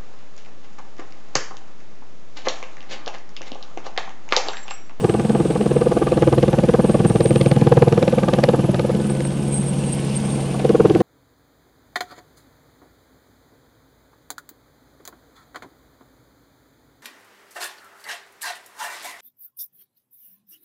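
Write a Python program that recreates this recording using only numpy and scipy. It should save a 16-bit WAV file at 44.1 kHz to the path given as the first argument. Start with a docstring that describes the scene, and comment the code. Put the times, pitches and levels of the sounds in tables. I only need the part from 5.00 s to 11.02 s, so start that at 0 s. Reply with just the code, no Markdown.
"""On the shore of a frozen lake, a light turbine helicopter is heard hovering over the ice.
The main blades slap through their own wake, fade as the craft turns and come back hard: each slap is
built from short waves, noise and a crack. The tail rotor hums in harmonics, the gears and turbine sound as
fuzzy tones, and shaped noise makes the rumble and hiss. The ice returns a dull echo milliseconds later."""
import sys
import numpy as np
from scipy import signal
from scipy.io import wavfile
from scipy.ndimage import uniform_filter1d

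SR = 44100
rng = np.random.default_rng(int(sys.argv[2]) if len(sys.argv) > 2 else 0)


def master_out(mix):
    """Clip the mix to full scale and print it as 16-bit PCM to the path in sys.argv[1]."""
    frames = np.transpose(np.atleast_2d(mix))
    ceiling = np.clip(frames, -1, 1)
    pcm = np.round(ceiling * 32767).astype(np.int16)
    wavfile.write(sys.argv[1], SR, pcm)


def invert_db(x):
    """Field ratio 10**(x/20) for x, a level in decibels (scalar or array-like)."""
    u = np.asarray(x, float) / 20
    return 10 ** u


N = 265482
TIME = np.arange(N) / SR  # seconds
BLADES_HZ = 19.46  # average rate of main blade passes

# How late the echo off the ice arrives: time_s, delay_ms
ICE_ECHO = [(0, 6.08), (2.5, 6.16), (4, 5.804), (5, 6.4), (6.02, 6.52)]


def curve(rows):
    """Joins the columns of a table by straight lines in time; the first column is the time."""
    time_s, *columns = np.transpose(rows)
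    return [np.interp(TIME, time_s, column) for column in columns]


def evened(x):
    """Scales to rms 1, so that a level can be set afterwards."""
    return x / np.sqrt(np.mean(x ** 2) + 1e-20)


def add(mix, time_s, sound):
    """Mixes a sound in, centred on time_s and cut off at the ends of the mix."""
    start = round(time_s * SR) - len(sound) // 2
    part = mix[max(start, 0):start + len(sound)]
    part += sound[max(-start, 0):][:len(part)]


def resonate(x, hz, width_hz):
    """Keeps a band around hz: shifts it down to zero, smooths twice (width_hz each) and shifts it back."""
    turn = np.exp(2j * np.pi * np.cumsum(hz * np.ones(len(x))) / SR)
    r = np.exp(-np.pi * width_hz / SR)
    low = x / turn
    for _ in range(2):
        low = signal.lfilter([1 - r], [1, -r], low)
    return evened((turn * low).real)


def wander(per_s):
    """A random curve of rms 1 that takes per_s new values each second."""
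    count = int(7 * per_s) + 2
    return evened(np.interp(TIME * per_s, np.arange(count), rng.standard_normal(count)))


def noise(spectrum, patchy_db, size):
    """Noise from random short-time spectra, with patches that swell and fade by patchy_db (rms)."""
    frames, hz = N * 4 // size + 5, np.fft.rfftfreq(size, 1 / SR)
    real, imaginary, patches = rng.standard_normal((frames, len(hz), 3)).T
    patches = uniform_filter1d(patches, size=6, axis=0)  # across pitch
    patches = evened(uniform_filter1d(patches, size=12, axis=1))  # across time
    table_hz, table_db = np.transpose(spectrum)
    shape_db = np.interp(np.log(hz + 1), np.log(table_hz), table_db)[:, None]
    z = (real + 1j * imaginary) * invert_db(shape_db + patchy_db * patches)
    return evened(signal.istft(z, nperseg=size, noverlap=size * 3 // 4)[1][:N])


def blade_turns():
    """Blade passes counted from the start, a whole number at each slap."""
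    # The slap drifts against the even rotor clock: time_s, late_ms
    lag = [(0, -3.5), (0.4, -4.5), (0.8, -3.5), (1.2, -4), (1.6, -2.5), (2, -0.5), (2.4, 1.26), (2.8, 1.27),
           (3.2, -0.84), (3.6, -2), (4, -5), (4.3, -8), (5.6, -0.5), (6.02, -2)]
    return (TIME - curve(lag)[0] / 1000) * BLADES_HZ


def gate(turns, place, sharp):
    """A bump once a blade pass, at the share "place" of a pass after the slap."""
    return np.exp(sharp * (np.cos(2 * np.pi * (turns - place)) - 1))


def rotor_beat(turns):
    """The loaded blades push the air in a low beat, made of the lowest multiples of the blade rate."""
    # Mix of the beat: multiple, relative_level_db
    beat = [(1, -19), (2, -4.5), (3, 0), (4, 0)]
    # Level of the whole beat: time_s, level_db
    push = [(0, -39.5), (1.39, -31.5), (2.83, -37), (6.02, -39)]
    waves = sum(invert_db(db) * np.cos(2 * np.pi * multiple * (turns - .3)) for multiple, db in beat)
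    return invert_db(curve(push)[0]) * evened(waves)


def tail_rotor():
    """The tail blades hum at multiples of their rate, each wavering in the downwash."""
    # Tail rotor: time_s, blade_rate_hz, level_db
    tail = [(0, 68.9, -30.5), (.8, 69.42, -25), (1.5, 67.96, -30.5), (2.3, 68.6, -26), (3, 67.44, -30.5),
            (3.7, 68.14, -23.5), (4.5, 69.78, -24.5), (5.2, 69.24, -25), (6.02, 68.54, -27)]
    # Mix of the hum before wavering: multiple, relative_level_db
    tail_orders = [(1, -25), (2, 2), (3, -3), (4, -11), (5, -10.5), (6, -16), (7, -17)]
    hz, level_db = curve(tail)
    tail_turns = np.cumsum(hz) / SR
    hum = 0
    for multiple, db in tail_orders:
        hum = hum + invert_db(db + 0.5 * wander(6.9)) * np.cos(2 * np.pi * multiple * tail_turns)
    return invert_db(level_db) * hum


def gearbox():
    """Meshing gear teeth give faint, slightly fuzzy tones: narrow bands of noise."""
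    # Gear tones, before they waver: pitch_hz, level_db
    gears = [(1505, -53.5), (1715, -55)]
    return sum(invert_db(db + 2.4 * wander(2.7)) * resonate(rng.standard_normal(N), hz, 87) for hz, db in gears)


def air(turns):
    """The downwash rumbles; the exhaust hisses and swells as a blade swishes past."""
    # Air and exhaust, the hiss before its swells: time_s, rumble_db, hiss_db
    air_levels = [(0.0, -23, -41.5), (1.78, -25, -40.5), (3.15, -23, -40), (4.26, -26, -41.5),
                  (5.13, -25, -37), (6.02, -24, -41.5)]
    # Tone colour of the rumble: pitch_hz, relative_level_db
    rumble_colour = [(30, -38), (90, -17.5), (170, -1), (215, 3), (255, -10), (320, -8.5), (390, -13),
                     (500, -9.5), (660, -18), (810, -17), (1300, -30.5), (2200, -48.5)]
    # Tone colour of the hiss: pitch_hz, relative_level_db
    hiss_colour = [(500, 6.5), (1200, -8.5), (2800, 3), (4000, -3.5), (7500, -7.5), (10500, -6.5),
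                   (12000, -31), (13500, -30), (16000, -16.5)]
    rumble_db, hiss_db = curve(air_levels)
    rumble = invert_db(rumble_db) * noise(rumble_colour, patchy_db=1.0, size=2048)
    swish = 1 + .5 * gate(turns, 0.28, 6.4)
    hiss = invert_db(hiss_db) * swish * noise(hiss_colour, patchy_db=1.35, size=512)
    return rumble + hiss


def turbine(turns):
    """The turbine gives two tones, made fuzzy as the moving air scatters them."""
    # Whine heard when the intake faces the shore, before flares and wavering: time_s, pitch_hz, level_db
    whine_path = [(0, 8310, -48.5), (.47, 8460, -44), (1.75, 9000, -55.5), (1.87, 8700, -45.5),
                  (2.5, 8760, -42.5), (2.68, 9000, -64), (3.96, 8680, -61), (4.05, 8700, -43),
                  (4.46, 8550, -46.5), (4.52, 8540, -42.5), (5.0, 8620, -41.5), (5.3, 8700, -39.5),
                  (5.58, 8800, -48), (6.02, 8660, -65)]
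    # Brief flares of the whine: middle_s, half_length_s, rise_db
    flares = [(1.89, .03, 7), (2.085, 0.015, 14), (2.244, .01, 14), (2.287, .02, 9), (2.4, 0.047, 6.5),
              (2.49, 0.011, 8), (4.105, 0.0083, 12.5), (4.256, .012, 11), (4.57, 0.074, 11),
              (4.695, 0.021, 10), (4.93, 0.01, 13.5), (5.167, 0.01, 15), (5.325, .015, 8.5)]
    # Higher whistle that each passing blade uncovers: time_s, pitch_hz, level_db
    whistle_path = [(0, 10200, -61), (.99, 10500, -48), (1.31, 11100, -60), (2.4, 11000, -53),
                    (4.39, 10800, -50.5), (4.71, 10400, -47.5), (6.02, 11300, -58)]
    hz, db = curve(whine_path)
    flare_db = sum(rise_db * np.exp(-((TIME - s) / length) ** 2) for s, length, rise_db in flares)
    whine = invert_db(db + flare_db + 2.0 * wander(40)) * resonate(rng.standard_normal(N), hz, 450)
    hz, db = curve(whistle_path)
    chop = evened(0.26 + gate(turns, 0.39, 5.3) * invert_db(3.7 * wander(17)))
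    whistle = invert_db(db) * chop * resonate(rng.standard_normal(N), hz, 670)
    return whine + whistle


def train(t, hz, length_s, slowing):
    """A blade meets vortices in a row: a few pressure waves, ever wider apart."""
    return evened(np.exp(-(t / length_s) ** 2) * np.sin(2 * np.pi * hz * t * (1 - slowing * t)))


def ragged_bark(t, swirl, rise):
    """The churned wake barks: a short burst of noise in a few bands, all raised in pitch by "rise"."""
    # Bands of the bark: pitch_before_rise_hz, smoothing_width_hz, relative_level_db
    bands = [(687, 74, 0), (803, 70, 0), (1197, 81, -6), (1582, 290, -11)]
    bark = sum(invert_db(db) * resonate(swirl, hz * rise, width) for hz, width, db in bands)
    return evened(np.exp(-((t - .002) / 0.0079) ** 2) * bark)


def sharp_crack(t, grit, half_length_s, grit_share):
    """A sharp burst of noise with peak 1, which turbulence spreads into longer grit."""
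    smear = grit_share * np.exp(-((t - .001) / 0.0078) ** 2)
    crack = (np.exp(-(t / half_length_s) ** 2) + smear) * resonate(grit, 2150, 2840)
    return crack / abs(crack).max()


def slaps(turns):
    """Each blade cuts the vortices ahead of it: two wave trains, a bark, a thump, a push and a crack."""
    # Wave trains as the craft turns and rocks, before chance: time_s, pitch_hz, wave_db, lower_wave_db
    wave_path = [(0, 432, -22, -20.5), (.15, 417, -20, -21.5), (.22, 440, -28, -35), (.41, 432, -19.5, -21),
                 (.52, 454, -23.5, -31), (.87, 475, -20.5, -25.5), (1.0, 442, -20, -29),
                 (1.24, 511, -18.5, -20), (1.5, 485, -22.5, -25), (1.78, 494, -19, -25),
                 (2.05, 479, -25.5, -23.5), (2.28, 480, -17, -23), (2.56, 482, -25, -27.5),
                 (2.7, 437, -16, -21.5), (3.03, 491.6, -20, -26.5), (3.12, 503, -22.5, -32),
                 (3.3, 544, -23, -27), (3.5, 515, -19, -26.5), (3.62, 510, -30.5, -27),
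                 (3.82, 527, -22.5, -29), (4.0, 480, -32.5, -28.5), (4.3, 517, -34.5, -32.5),
                 (4.4, 510, -63, -54), (5.59, 485, -43, -60), (5.64, 492, -17, -25.5),
                 (5.91, 433.8, -16, -18), (5.96, 455, -26, -16.5), (6.02, 472, -23, -22)]
    # Low end of the slap: time_s, thump_db, deep_push_db
    lows = [(0, -36, -15.5), (.3, -22, -33), (.8, -27.5, -34), (1.05, -34, -33), (1.3, -29, -19),
            (1.8, -16, -29.5), (2.05, -21, -16.5), (2.3, -28, -20.5), (2.55, -17.5, -18), (2.8, -25, -13),
            (3.05, -22.5, -22.5), (3.3, -22.5, -31.5), (3.7, -25.5, -21.5), (4.05, -36, -36),
            (4.4, -63, -70), (5.5, -51, -60), (5.68, -23, -48), (5.85, -21, -23), (6.02, -43, -25.5)]
    # Ragged top of the slap, before chance: time_s, bark_db, usual_crack_peak_db
    tops = [(0, -32.5, -17.5), (.3, -30, -23.5), (.45, -33.5, -25.5), (.9, -29, -28), (1.3, -28, -19.5),
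            (1.7, -31, -22), (1.95, -28, -25.5), (2.3, -34, -19), (2.8, -30, -19.5), (3.5, -28.5, -22),
            (3.62, -37.5, -32), (3.8, -34, -26), (4.05, -43, -26), (4.3, -47, -23.5), (4.4, -59, -60),
            (5.52, -39, -54), (5.62, -28, -19.5), (5.85, -29.5, -28), (6.02, -27.5, -20.5)]
    # Sharpest cracks, in place of the usual ones: time_s (just ahead of the crack's middle), peak_db
    sharpest = [(1.3264, -18.5), (1.4283, -19.5), (2.359, -14.5), (2.4126, -13), (2.4606, -16.5),
                (2.5144, -12.5), (2.8222, -15), (2.9248, -17), (3.027, -14.5), (3.0794, -16.5),
                (3.285, -18.5), (3.3363, -13), (3.3872, -19), (3.4383, -8), (3.489, -14.5), (3.7447, -16.5),
                (3.7949, -15), (5.6925, -18), (5.8985, -18), (5.9499, -14)]
    wave_spread_db, lower_spread_db, crack_spread_db = 1.5, 1.5, 1.5  # chance from pass to pass
    crack_lead_s, crack_spread_s = .004, .003  # the usual crack tends to come before the middle of the slap
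    crack_half_s, least_grit = 0.000878, .12

    out, t = np.zeros(N), np.arange(-1024, 1024) / SR
    passes = np.interp(np.arange(1, int(turns[-1]) + 1), turns, TIME)  # time of each slap
    wake = rng.standard_normal((len(passes), 2048))
    wake = signal.lfilter([1], [1, -.6], wake, axis=0)  # alike from pass to pass
    fresh = rng.standard_normal((len(passes), 2048))
    shape = np.array(curve(wave_path) + curve(lows) + curve(tops))
    rise = 5.992 / curve(ICE_ECHO)[0]  # the bark bands climb as the echo path shortens
    for s, swirl, grit in zip(passes, wake, fresh):
        at = round(s * SR)
        hz, wave_db, lower_db, thump_db, deep_db, bark_db, crack_db = shape[:, at]
        # The first noise values also serve as this pass's chances
        hz_luck, bark_luck, wave_luck, lower_luck, time_luck, crack_luck, lower_hz_luck = grit[:7]

        wave_db += wave_spread_db * wave_luck
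        waves = invert_db(wave_db) * train(t, hz * (1 + 0.046 * hz_luck), 0.0059, 7.5)
        loose_vortices = np.exp(-((t - .002) / 0.01) ** 2) * resonate(swirl, hz, 167)
        waves += invert_db(wave_db - 4.0) * evened(loose_vortices)
        lower = train(t + .001, 342 * (1 + 0.034 * lower_hz_luck), 0.01, 4)
        waves += invert_db(lower_db + lower_spread_db * lower_luck) * lower
        waves += invert_db(thump_db) * train(t, 211, 0.0072, 9.1)
        waves -= invert_db(deep_db) * train(t - .002, 130.0, 0.0081, 1.3)
        waves += invert_db(bark_db + 1.94 * bark_luck) * ragged_bark(t, swirl, rise[at])
        add(out, s - .001, waves)

        crack_s = s - crack_lead_s + crack_spread_s * time_luck
        crack_db += crack_spread_db * crack_luck
        for listed_s, listed_db in sharpest:
            if abs(listed_s - s) < .5 / BLADES_HZ:
                crack_s, crack_db = listed_s + crack_half_s, listed_db
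                break
        grit_share = least_grit + invert_db(bark_db - crack_db - 3)
        add(out, crack_s, invert_db(crack_db) * sharp_crack(t, grit, crack_half_s, grit_share))
    return out


def ice_echo(direct):
    """The rough ice sends the sound back weaker, late and without its treble."""
    dull = signal.filtfilt(*signal.butter(2, 900, fs=SR), direct)
    return 0.16 * np.interp(TIME - curve(ICE_ECHO)[0] / 1000, TIME, dull)


def scene():
    """Adds up the sounds of the helicopter and their echo off the ice."""
    turns = blade_turns()
    direct = rotor_beat(turns) + tail_rotor() + gearbox() + air(turns) + turbine(turns) + slaps(turns)
    return (direct + ice_echo(direct))[None]


def band_limit(x):
    """A steep low-pass at the top of the band."""
    return signal.sosfilt(signal.butter(12, 15800, fs=SR, output="sos"), x)


def record(dry):
    """The microphone rolls off deep bass and high treble, and the loudest slaps bend at a knee."""
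    knee = .7  # full scale is 1
    no_deep_bass = signal.lfilter(*signal.butter(2, 32, "high", fs=SR), dry)
    heard = signal.lfilter(*signal.butter(4, 11300, fs=SR), no_deep_bass)
    bent = heard / (1 + abs(heard / knee) ** 8) ** (1 / 8)
    return band_limit(bent)


dry = scene()
out = record(dry)
master_out(out)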